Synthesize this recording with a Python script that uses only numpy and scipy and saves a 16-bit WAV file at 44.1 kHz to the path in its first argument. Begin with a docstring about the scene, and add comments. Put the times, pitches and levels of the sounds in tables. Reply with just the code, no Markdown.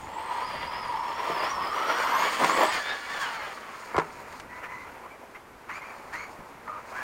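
"""Light wind and steady far air; an electric model truck races over a sand pit toward the microphone.
Geared motor tones whistle, filtered clicks make rasp, shell drone, tyre churn and spray; the wheels howl.
It passes close with a thin sizzle, hits a ramp and flies, its unloaded gears singing out.
Dying modes and a low thump land it; then stabs of throttle bend the gear tones far off.
Two dull bumps of air reach the microphone late; the pit adds a faint echo to the truck."""
import sys
import numpy as np
from scipy import signal
from scipy.fft import rfft, irfft
from scipy.io import wavfile

SR = 44100
rng = np.random.default_rng(int(sys.argv[2]) if len(sys.argv) > 2 else 0)


def inscribe(sig):
    """Save sig as 16-bit PCM at rate SR to the path in sys.argv[1].

    A 1-D sig is mono; a 2-D sig holds one channel per row.
    Samples are clipped to [-1, 1] before scaling.
    """
    pcm = np.round(np.clip(np.atleast_2d(sig).T, -1, 1) * 32767)
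    wavfile.write(sys.argv[1], SR, pcm.astype(np.int16))


N = 310010
T = np.arange(N) / SR
# the landing blows come before SETTLED_S, when the driving layers regain their ground balance
PASS_S, TAKEOFF_S, SETTLED_S = 2.15, 2.72, 4.3

# motor speed on the run-up, sagging wherever the sand drags: t/s, mesh rate f/Hz, whistle level/dB
RUN_UP = [(.07, 855, -66), (.24, 1050, -58), (.39, 1030, -52), (.47, 1244, -51), (.56, 1185, -53),
          (.67, 1225, -48.5), (.78, 1276, -49), (.88, 1200, -55), (.94, 1230, -57), (1.0, 1345, -53),
          (1.08, 1350, -53), (1.13, 1335, -56), (1.18, 1375, -53), (1.23, 1402, -52), (1.28, 1360, -58),
          (1.35, 1300, -53), (1.41, 1210, -44), (1.51, 1421, -45.5), (1.59, 1330, -50), (1.68, 1222, -46),
          (1.77, 1446, -53), (1.85, 1400, -51), (1.96, 1435, -47), (2.07, 1390, -53), (2.13, 1500, -54),
          (2.21, 1630, -46), (2.29, 1749, -52), (2.37, 1600, -62), (2.46, 1400, -56), (2.51, 1790, -39),
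          (2.56, 2000, -45), (2.61, 1770, -42), (2.68, 2060, -45), (2.8, 1670, -62)]
# wheel howl, rising with road speed and running down in flight; after landing, a weak tone near 1 kHz,
# about half the gear pitch, under the throttle stabs: t/s, pitch f/Hz, level/dB
WHEEL_TONE = [(0, 900, -44), (.3, 960, -37.5), (.6, 930, -43.5), (1.05, 980, -38), (1.35, 1030, -39.5),
              (1.65, 1133, -36), (1.88, 1338, -31.5), (2.07, 1534, -33), (2.28, 1660, -46),
              (2.42, 1500, -46), (2.73, 1850, -44), (2.81, 1740, -35.5), (2.88, 1700, -44),
              (2.94, 1700, -39), (3.0, 1693, -54), (3.2, 1720, -56), (3.28, 1450, -54), (3.41, 1270, -48),
              (3.47, 1210, -44), (3.56, 1175, -43.5), (3.61, 1140, -52), (3.69, 1130, -48),
              (3.95, 900, -52), (4.45, 960, -62), (4.6, 1000, -47), (4.66, 970, -52), (4.76, 1000, -45),
              (4.81, 1160, -47), (4.86, 900, -54), (5.0, 900, -50), (5.07, 1130, -51), (5.2, 1100, -75)]
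# nearness of the drive layers, as an equivalent distance (smaller is louder), and how hard the truck is driven
# (each layer scales both): t/s, equivalent distance/m, effort/dB
NEARNESS_AND_EFFORT = [(0, 6, -17), (.12, 8.8, -12.5), (.42, 8.9, -2), (1.1, 12.1, 0.5), (1.4, 9.2, 3),
                       (1.7, 8, -1.5), (1.9, 7, 3), (2.45, 3.55, -2), (2.72, 6.14, 3.5), (3.0, 7, -2.5),
                       (3.5, 7.5, -7), (3.95, 24.4, 3.5), (4.45, 12.8, -12.5), (5.0, 9.7, -15.5),
                       (5.45, 28, -14.5), (5.95, 20.4, -6.5), (6.58, 19, -12), (7.03, 20, -2.5)]
# stabs of throttle: t/s, rise/s, length/s, fade/(dB/s), from f/Hz, to f/Hz, mesh tone level/dB (before a lift),
# second harmonic/dB, third harmonic/dB, gear rasp/dB, shell drone/dB, sand spray/dB
THROTTLE_STABS = [(4.487, .02, 0.1, 15, 1880, 2000, -45, -70, -72, -48, -52, -70),
                  (4.61, 0.032, .05, 12, 2150, 1820, -45, -68, -72, -42, -46, -65),
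                  (4.68, 0.016, .16, 22, 1950, 2040, -43.5, -66, -70, -45, -46, -63),
                  (5.098, 0.015, .012, 30, 2330, 2290, -47, -75, -76, -60, -61, -75),
                  (5.345, .006, .012, 160, 1900, 2100, -45, -70, -76, -42.5, -52, -70),
                  (5.683, .016, .1, 55, 1350, 2450, -39, -57, -58, -37, -42, -57),
                  (5.81, 0.014, .1, 70, 2050, 2420, -45, -63, -70, -42, -38.5, -64),
                  (6.12, .017, .125, 58, 1600, 2270, -37, -55.5, -56, -37.5, -43, -56),
                  (6.655, 0.035, 0.13, 28, 1289, 1221, -36, -60, -74, -45, -39, -77),
                  (6.93, 0.039, .11, 8, 1293, 1740, -37.5, -59, -68, -40, -38.5, -63)]


def amp(db):
    """Amplitude factor of a level in dB."""
    return 10 ** (np.asarray(db) / 20)


def unit(x):
    """Scales x to unit power."""
    return x / np.sqrt(np.mean(x ** 2) + 1e-20)


def ramp(start, length):
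    """Rises from 0 to 1 and stays there."""
    return np.clip((T - start) / max(length, 1e-3), 0, 1)


def swell(middle, length):
    """A smooth rise and fall that is silent outside its length."""
    return np.cos(np.pi * np.clip((T - middle) / length, -.5, .5)) ** 2


def blend(a, b, share):
    """Mixes two sounds at constant power; b takes the given share."""
    return np.sqrt(1 - share) * a + np.sqrt(share) * b


def follow(rows):
    """Each column of a curve table at every sample."""
    s, *columns = np.transpose(rows)
    return [np.interp(T, s, c) for c in columns]


def colour(x, points):
    """Filters x by a spectrum and brings it to unit power."""
    hz, db = np.transpose(points)
    bins_hz = np.fft.rfftfreq(len(x), 1 / SR)
    gain = amp(np.interp(np.log(bins_hz + 1), np.log(hz), db))
    return unit(irfft(rfft(x) * gain, len(x)))


def wander(rate):
    """Smooth chance of unit size that changes about rate times a second."""
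    hz = np.fft.rfftfreq(N, 1 / SR)
    return unit(irfft(rfft(rng.standard_normal(N)) / (1 + (hz / rate) ** 2), N))


def grains(per_s, spread_db):
    """Sparse clicks of uneven size."""
    size = amp(spread_db * np.minimum(rng.exponential(1, N), 4)) * rng.choice([-1, 1], N)
    return unit(size * (rng.random(N) < per_s / SR))


def resonate(x, hz, width):
    """A steep resonance: the same pole pair twice."""
    b, a = signal.iirpeak(hz, hz / width, SR)
    return signal.lfilter(b, a, signal.lfilter(b, a, x))


def stab(start, rise, length, fade_db_per_s):
    """Envelope of a stab of throttle: attack, sagging hold, release."""
    hold = amp(-abs(fade_db_per_s) * np.clip(T - start, 0, 1))
    release = np.exp(-np.clip(T - start - length, 0, 1) / .028)  # time constant in s
    return ramp(start, rise) * hold * release


def mesh_phase(hz, jitter):
    """Bumps and tooth play make the gear speed shiver."""
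    return 2 * np.pi * np.cumsum(hz * (1 + jitter * wander(114.3))) / SR


def tooth_force(phase, runout, rough):
    """The tooth load swings once per pinion turn and chatters at random."""
    pinion_teeth = 13
    return unit(1 + runout * np.cos(phase / pinion_teeth) + rough * wander(160))


def gear_chatter(hz):
    """Loose gears strike once per shaft turn: a wavering stack of partials that glides with their speed."""
    shaft = mesh_phase(hz * (1 + .004 * wander(20)), jitter=.008) / 6
    stack = np.zeros(N)
    for k in range(4, 22):
        partial = np.cos(k * shaft + 2 * np.pi * rng.random())
        stack += partial * (1 + .8 * wander(18)) / (1 + k % 2)  # odd partials at half size
    return unit(stack)


def nearness_db():
    """Level that follows the apparent nearness; 0 dB at an equivalent distance of 4.5 m."""
    return -20 * np.log10(np.maximum(follow(NEARNESS_AND_EFFORT)[0], 1) / 4.5)


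def outdoors():
    """Distant steady air, and light gusts lumping on the microphone."""
    # spectrum of the far air: f/Hz, density/dB
    air_colour = [(15, -40), (25, -17), (79, -8.5), (178, -12), (227, 1), (297, -1.5), (509, 0),
                  (567, -3.5), (970, -0.5), (1850, -6.5), (2230, -8.5), (2850, -14.5), (3930, -21),
                  (13200, -27), (15500, -32)]
    # wind on the microphone: t/s, level/dB
    gust_levels = [(0, -53), (.4, -58), (.6, -48.5), (1.1, -57), (1.8, -54), (2.3, -73), (3.8, -64.5),
                   (4.25, -53), (5.2, -63.5), (5.9, -60.5), (6.4, -59), (7, -56)]
    air = amp(-50 + .5 * wander(3.6)) * colour(rng.standard_normal(N), air_colour)
    gust_colour = [(20, -8.5), (70, -0.5), (150, -4), (400, -6.5), (2000, -57)]
    gusts = colour(rng.standard_normal(N), gust_colour)
    return air + amp(follow(gust_levels)[0] + 2 * wander(2.6)) * gusts


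def drive_levels():
    """Powers add: steady driving by nearness and effort, then rough sand and throttle; returns amplitudes."""
    # stretches of rough sand that shake the truck:
    # middle t/s, length/s, shell drone level/dB, tyre churn level/dB, sand spray level/dB
    hummocks = [(0.375, 0.3, -28.5, -54, -59), (0.983, 0.39, -26.5, -46, -66),
                (1.34, 0.46, -46, -38.5, -73), (1.48, 0.15, -41, -54, -53), (1.605, 0.23, -31, -37, -70),
                (1.87, 0.42, -43, -36, -57), (2.13, 0.39, -21.5, -37.5, -48.5),
                (2.44, 0.13, -21.5, -27, -47), (2.6, 0.24, -27, -29.5, -47), (4.205, 0.084, -56, -47, -59),
                (4.377, 0.16, -44, -63, -59), (6.32, 0.12, -44, -49, -61), (6.46, 0.15, -44, -55.5, -65)]
    # the drivetrain shakes with each change of throttle in the air:
    # t/s, rise/s, length/s, fade/(dB/s), gear rasp level/dB, shell drone level/dB, sand spray level/dB
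    surges = [(2.81, .047, .1, 20, -41, -52, -58), (3.08, .036, .11, 11, -42, -56, -54),
              (3.19, .035, .16, 70, -31, -28, -42)]
    near_db, effort_db = nearness_db(), follow(NEARNESS_AND_EFFORT)[1]
    airborne = ramp(TAKEOFF_S - .02, 0.026) - ramp(SETTLED_S, 0.015)
    # sand is thrown backward, so it is shaded while the truck approaches
    facing = 1 - ramp(PASS_S - .05, 0.24)
    churn = amp(-39 + 0.72 * near_db + 0.59 * effort_db - 2.1 * airborne) ** 2
    shell = amp(-32.0 + 0.36 * near_db + 2.0 * effort_db - 35 * airborne) ** 2
    rasp = amp(-28.5 + 1.26 * near_db + 0.94 * effort_db) ** 2
    shade_db = 8.3 * facing + 2.1 * airborne * ramp(4.0, 0.54)
    spray = amp(-43.5 + 1.06 * near_db + 1.13 * effort_db - shade_db) ** 2
    for middle, length, shell_db, churn_db, spray_db in hummocks:
        shake = swell(middle, length)
        shell += amp(shell_db) ** 2 * shake
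        churn += amp(churn_db) ** 2 * shake
        spray += amp(spray_db) ** 2 * shake
    for start, rise, length, fade, *_, rasp_db, shell_db, spray_db in THROTTLE_STABS + surges:
        push = stab(start, rise, length, fade) ** 2
        rasp += amp(rasp_db) ** 2 * push
        shell += amp(shell_db) ** 2 * push
        spray += amp(spray_db) ** 2 * push
    return np.sqrt([churn, shell, rasp, spray])


def tyre_churn(level, bumps):
    """Tread slaps are coloured clicks; under them the tyres boom hollowly, strongest when the truck sounds near."""
    # spectrum of the tread slaps: f/Hz, density/dB
    churn_colour = [(60, -62), (140, -20), (250, -14), (400, -2), (550, 2.5), (750, 1.5), (1000, 4),
                    (1500, -32.5)]
    # spectrum of the hollow boom: f/Hz, density/dB
    boom_colour = [(70, -47), (160, -2), (240, 4.5), (340, 7), (450, -23), (800, -54)]
    slaps = amp(1.0 + 2.57 * bumps) * colour(grains(1500, spread_db=3.0), churn_colour)
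    boom = amp(-11.0 + 1.8 * nearness_db()) * colour(grains(900, spread_db=2.0), boom_colour)
    return level * (slaps + boom)


def shell_drone(level, bumps, axle):
    """Shaking excites the plastic shell's resonances, bent by flexing; clatter and gear hum join in."""
    # shell resonances: f/Hz, width of one filter pass/Hz, level/dB
    shell_modes = [(952, 103, -1.5), (1188, 57, -8.5)]
    # spectrum of the shell's clatter: f/Hz, density/dB
    clatter_colour = [(100, -25), (650, -12), (880, -0.5), (1050, 3), (1250, -0.5), (1550, -15),
                      (5000, -37), (9000, -57)]
    shaking = grains(2500, spread_db=-4.5)
    drone = unit(sum(amp(db) * resonate(shaking, hz, width) for hz, width, db in shell_modes))
    flex_hz = 20 * wander(6)
    flex = np.exp(2j * np.pi * np.cumsum(flex_hz) / SR)
    drone = (signal.hilbert(drone) * flex).real
    racing = 1 - ramp(SETTLED_S, .02)  # the gears ring through the shell until the truck has landed
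    rattle = colour(shaking[::-1], clatter_colour)
    clatter = blend(rattle, colour(axle, clatter_colour), .35 * racing)
    loose = np.clip((T - 1.1) / .5, 0, .75)  # from 1.1 s the drone breaks up into clatter
    return level * amp(-5.5 + 0.2 * bumps) * blend(drone, clatter, loose)


def gear_rasp(level, bumps, axle):
    """A rattling drivetrain: dense clicks blended with gear chatter, recoloured through the flight."""
    # rasp on the ground near by: f/Hz, density/dB
    near_colour = [(700, -28), (1150, 10.5), (1550, 0.5), (1800, 6.5), (2200, 4), (2500, -1.5), (3000, -1),
                   (3400, -1.5), (3780, -12), (4400, -7), (5600, -14), (8000, -85)]
    # rasp off the ground: f/Hz, density/dB
    flight_colour = [(500, -16), (800, -4.5), (1200, -2.5), (1400, -1.5), (1750, 0), (2250, -4.5),
                     (2700, -10), (3300, -8.5), (3850, -17.5), (4400, -12.5), (5600, -21.5), (8000, -56)]
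    # rasp from far away: f/Hz, density/dB
    far_colour = [(700, -14.5), (1250, 5), (1550, 0), (1900, -1.5), (2350, -2), (2900, -13), (3700, -25.5),
                  (4600, -33), (5600, -22.5), (8000, -34)]
    chatter_share = .45
    gears = axle + (1 - ramp(TAKEOFF_S, .05)) * gear_chatter(follow(RUN_UP)[0])
    near = blend(colour(grains(3500, spread_db=2.0), near_colour), 0.59 * colour(gears, near_colour), chatter_share)
    flight_clicks = colour(grains(3500, spread_db=1.5), flight_colour)
    flight = blend(flight_clicks, colour(axle, flight_colour), chatter_share)
    far = colour(grains(2500, spread_db=2), far_colour)
    # the rasp thins off the ground and dulls as the truck flies away
    lifted, dull = ramp(TAKEOFF_S - .05, 0.045), ramp(3.03, 0.95)
    close = blend(near, flight, lifted)
    return level * amp(-0.36 + 1.88 * bumps) * blend(close, far, dull)


def sand_spray(level):
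    """Thrown sand: very dense bright clicks in uneven bursts."""
    # spectrum of the spray: f/Hz, density/dB
    spray_colour = [(2500, -10.5), (4400, 11.5), (5900, 3), (6900, 9.5), (7800, -2), (8700, 5),
                    (9600, -1.5), (10800, -17.5), (12400, -3), (14000, -15), (16000, -3)]
    return level * amp(0.5 + 2.5 * wander(11)) * colour(grains(20000, spread_db=4.0), spray_colour)


def drive():
    """The same bumps shake tread, shell and drivetrain; thrown sand varies on its own."""
    churn_level, shell_level, rasp_level, spray_level = drive_levels()
    bumps = wander(8.7)
    axle = gear_chatter(follow(WHEEL_TONE)[0])
    ground = tyre_churn(churn_level, bumps) + sand_spray(spray_level)
    return ground + shell_drone(shell_level, bumps, axle) + gear_rasp(rasp_level, bumps, axle)


def wheel_howl():
    """Tread lugs beat unevenly on sand, a fuzzy tone over a weak lower partial; a cleaner one joins at take-off."""
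    hz, db = follow(WHEEL_TONE)
    phase = 2 * np.pi * np.cumsum(hz) / SR
    b, a = signal.butter(2, 85, fs=SR)  # width of the fuzz in Hz
    p, q = signal.lfilter(b, a, rng.standard_normal((2, N)))
    rolling = unit(p * np.cos(phase) + q * np.sin(phase))
    spinning = unit((1 + .45 * wander(24)) * np.sin(phase + .6 * wander(24)))
    clean = .6 * ramp(TAKEOFF_S, .03) - .1 * ramp(SETTLED_S, .03)
    low = wander(30) * np.sin(phase / 3)
    return amp(db) * (blend(rolling, spinning, clean) + amp(-19.5) * low)


def tread_fizz():
    """Fine sand fizzes under the tread on the run-up, fading steeply with apparent nearness."""
    # spectrum of the fizz: f/Hz, density/dB
    fizz_colour = [(3000, 3.5), (6500, 1), (8700, 5), (9900, -2), (10800, -22), (12400, -7)]
    db = -47.5 + 1.97 * nearness_db() + 0.21 * follow(NEARNESS_AND_EFFORT)[1] + 1.3 * wander(20)
    grounded = 1 - ramp(TAKEOFF_S - .02, .05)
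    return amp(db) * grounded * colour(grains(20000, spread_db=1.5), fizz_colour)


def motor():
    """A rough whistle at four times the mesh rate, its octave and a weak mesh tone, shaped by the motor can."""
    can_low_hz, can_high_hz = 4020, 9700  # the range in which the can rings
    hz, whistle_db = follow(RUN_UP)
    # it shivers more on the rough foot of the ramp
    phase = mesh_phase(hz * (1 + .007 * wander(16)), jitter=.011 + .005 * ramp(PASS_S - .15, .1))
    flutter = unit(amp(2 * wander(20)))
    mesh = amp(whistle_db - 6) * tooth_force(phase, runout=0.89, rough=0.75) * np.sin(phase)
    # the whistle weakens below the can's range, the octave above it
    above = 1 / (1 + (can_low_hz / (4 * hz)) ** 16)
    below = 1 / (1 + (8 * hz / can_high_hz) ** 24)
    whistle = amp(whistle_db) * above * flutter * tooth_force(phase, runout=.7, rough=.8) * np.sin(4 * phase)
    octave = amp(-60.5) * below * flutter * tooth_force(phase, runout=2, rough=2) * np.sin(8 * phase)
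    grounded = 1 - ramp(TAKEOFF_S - .02, 0.04)
    return np.sqrt(2) * grounded * (mesh + whistle + octave)  # root 2 makes the levels RMS


def ring(modes, t, detune):
    """Dying modes; each blow lands on another spot and bends them a little."""
    hz, db, t60 = np.transpose(modes)[:, :, None]
    hz = hz * (1 + detune * rng.uniform(-1.26, 1, hz.shape))
    sign = rng.choice([-1, 1], hz.shape)
    wave = (sign * amp(db - 60 * t / t60) * np.sin(2 * np.pi * hz * t)).sum(0)
    return wave / abs(wave).max()


def knocks():
    """Each blow rings the chassis, swells through the soft tyres and cracks grit against the plastic."""
    # blows: t/s, chassis ring level/dB, tyre thud level/dB (before a 5 dB lift), crack level/dB (before an 11 dB cut)
    blows = [(0.07, -31, -37, -50), (1.034, -24, -59, -42), (1.297, -29, -20.5, -48),
             (2.221, -12, -42, -40), (2.423, -14, -16.5, -41), (2.437, -7, -36, -35), (2.445, -10, -20, -9),
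             (2.495, -8.5, -34, -28), (2.574, -17, -19, -21), (2.621, -19, -28, -45),
             (3.9443, -18.5, -20, -40), (3.948, -21, -24, -42), (3.957, -17, -25, -40),
             (3.965, -18, -27, -19), (3.98, -8.5, -14, -18), (3.9855, -15, -11.5, -18),
             (3.997, -13, -25, -22), (4.017, -25, -36, -39), (4.043, -50, -60, -36), (4.326, -56, -64, -30),
             (4.399, -35, -60, -23.5), (5.695, -23, -57, -53), (6.13, -27, -58, -36),
             (6.678, -23, -45, -58)]
    # chassis modes: f/Hz, level/dB, t60/s
    chassis_modes = [(850, -5, 0.051), (983, 0.5, 0.066), (1145, 10, 0.015), (1369, -5.5, 0.093),
                     (1693, -4.5, 0.031), (2153, -2.5, 0.022), (4720, -15, 0.012)]
    # tyres and suspension bottoming out: f/Hz, level/dB, t60/s
    tyre_modes = [(159.5, -8.5, 0.089), (272, -10, 0.06), (358, 2.5, 0.04), (450, 7, 0.05), (540, 0, 0.045),
                  (687, 16.5, 0.012)]
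    grit_colour = [(500, 8.0), (2000, 16.0), (4500, 3.5), (8000, -2), (13000, -33)]
    out, t = np.zeros(N), np.arange(SR // 5) / SR
    for s, ring_db, thud_db, crack_db in blows:
        grit = colour(rng.standard_normal(len(t)), grit_colour)
        crack = amp(crack_db - 11.0 - 60 * t / 0.037) * grit
        chassis = amp(ring_db) * ring(chassis_modes, t, detune=.05) * (1 - np.exp(-t / .0007))
        thud = amp(thud_db + 5.0) * ring(tyre_modes, t, detune=.035) * (1 - np.exp(-t / .0026))
        part = out[round(s * SR):][:len(t)]
        part += (chassis + thud + crack)[:len(part)]
    return out


def pass_sizzle():
    """A thin, very high band of noise that is heard only as the truck comes right past."""
    peak_s, peak_db, rise_db_per_s, fall_db_per_s = 2.21, -50, 34, 90
    db = peak_db - np.maximum(rise_db_per_s * (peak_s - T), fall_db_per_s * (T - peak_s))
    sizzle_colour = [(10800, -50), (11800, -1), (12400, 0), (13100, -9), (14200, -22), (16000, -30)]
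    return amp(db + 1.3 * wander(20)) * colour(rng.standard_normal(N), sizzle_colour)


def free_motor():
    """Off the ground the gears sing out, fluttering: the mesh tone and its octave."""
    # the unloaded motor, revving and then braking: t/s, mesh rate f/Hz, mesh tone level/dB, octave level/dB
    flight_tones = [(2.7, 1560, -55, -50), (2.75, 1580, -50, -43), (2.81, 1670, -48, -52),
                    (2.86, 1760, -46, -36), (2.91, 1825, -40, -34), (2.96, 1830, -48, -53),
                    (3.05, 1730, -50, -60), (3.12, 1780, -35.5, -47), (3.19, 1725, -35.5, -47),
                    (3.225, 1660, -31, -40.5), (3.265, 1490, -37, -42.5), (3.35, 1370, -43, -62),
                    (3.42, 1270, -60, -75)]
    hz, tone_db, octave_db = follow(flight_tones)
    phase = mesh_phase(hz * (1 + .004 * wander(20)), jitter=.006)
    tones = amp(tone_db) * np.sin(phase) + amp(octave_db) * np.sin(2 * phase)
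    aloft = ramp(flight_tones[0][0], .02) - ramp(flight_tones[-1][0], .02)
    flutter = unit(amp(1.2 * wander(18)))
    return aloft * tones * flutter * tooth_force(phase, runout=.5, rough=.4)


def landing_thump():
    """The whole truck pushes into the sand as it lands: a short swell of a low sine."""
    at_s, hz, db, length_s = 3.975, 83, -36, 0.037
    return amp(db) * swell(at_s, length_s) * np.sin(2 * np.pi * hz * (T - at_s))


def blips():
    """Stabs of throttle pull the gears exponentially toward a new speed; tones are harmonics of the mesh."""
    hz, levels = np.full(N, float(THROTTLE_STABS[0][4])), np.zeros((3, N))
    for start, rise, length, fade, from_hz, to_hz, *db in THROTTLE_STABS:
        after = T >= start
        spin_up_s = .36 * length
        hz[after] = to_hz + (from_hz - to_hz) * np.exp(-(T[after] - start) / spin_up_s)
        loaded = stab(start, rise, length, fade)
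        # the overtones come in only as the gears get up to speed
        spun_up = stab(start, min(.08, length), length, 0)
        levels += amp(db[:3])[:, None] * np.array([loaded, spun_up, spun_up])
    # the tyres grip and slip, tugging at the speed
    phase = mesh_phase(hz * (1 + .014 * wander(24)), jitter=.012)
    teeth = np.sin(phase) + amp(-12) * np.sin(phase / 2)
    mesh = amp(2.5) * levels[0] * teeth * tooth_force(phase, runout=.55, rough=.55)
    overtones = levels[1] * np.sin(2 * phase) + levels[2] * np.sin(3 * phase)
    return mesh + overtones * tooth_force(phase, runout=.9, rough=1.2)


def mic_bumps():
    """Short dull bumps of air on the microphone: low noise with a quick attack."""
    # soft low bumps: t/s, level/dB, decay time constant/s
    bump_list = [(6.387, -42, .022), (6.55, -50, .02)]
    envelope = np.zeros(N)
    for s, db, decay in bump_list:
        envelope += amp(db) * ramp(s, .004) * np.exp(-np.maximum(T - s, 0) / decay)
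    bump_colour = [(30, -6), (80, -6), (170, 0), (260, -6), (500, -30), (2000, -70)]
    return envelope * colour(rng.standard_normal(N), bump_colour)


def sand_banks(x):
    """The banks of the pit scatter a faint, short, dull echo."""
    t = np.arange(SR // 2) / SR
    taps = rng.standard_normal(len(t)) * (rng.random(len(t)) < 2000 / SR) * (t > .008)
    echo_colour = [(150, 2), (1000, 2.5), (3000, -5.0), (10000, -8.5)]
    tail = colour(taps * amp(-60 * t / 0.31), echo_colour) / np.sqrt(len(t))
    return x + amp(-21.5) * signal.fftconvolve(x, tail)[:N]


def scene():
    """The truck echoes in the pit; wind and microphone bumps stay dry."""
    run_up = drive() + wheel_howl() + tread_fizz() + motor() + knocks() + pass_sizzle()
    truck = run_up + free_motor() + landing_thump() + blips()
    return (sand_banks(truck) + outdoors() + mic_bumps())[None]


def record(dry):
    """The recorder's band limit, a steep low-pass at 15.9 kHz."""
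    low_pass = signal.firwin(511, 15900, window=("kaiser", 9), fs=SR)
    return signal.oaconvolve(dry, low_pass[None], "same")


dry = scene()
out = record(dry)
inscribe(out)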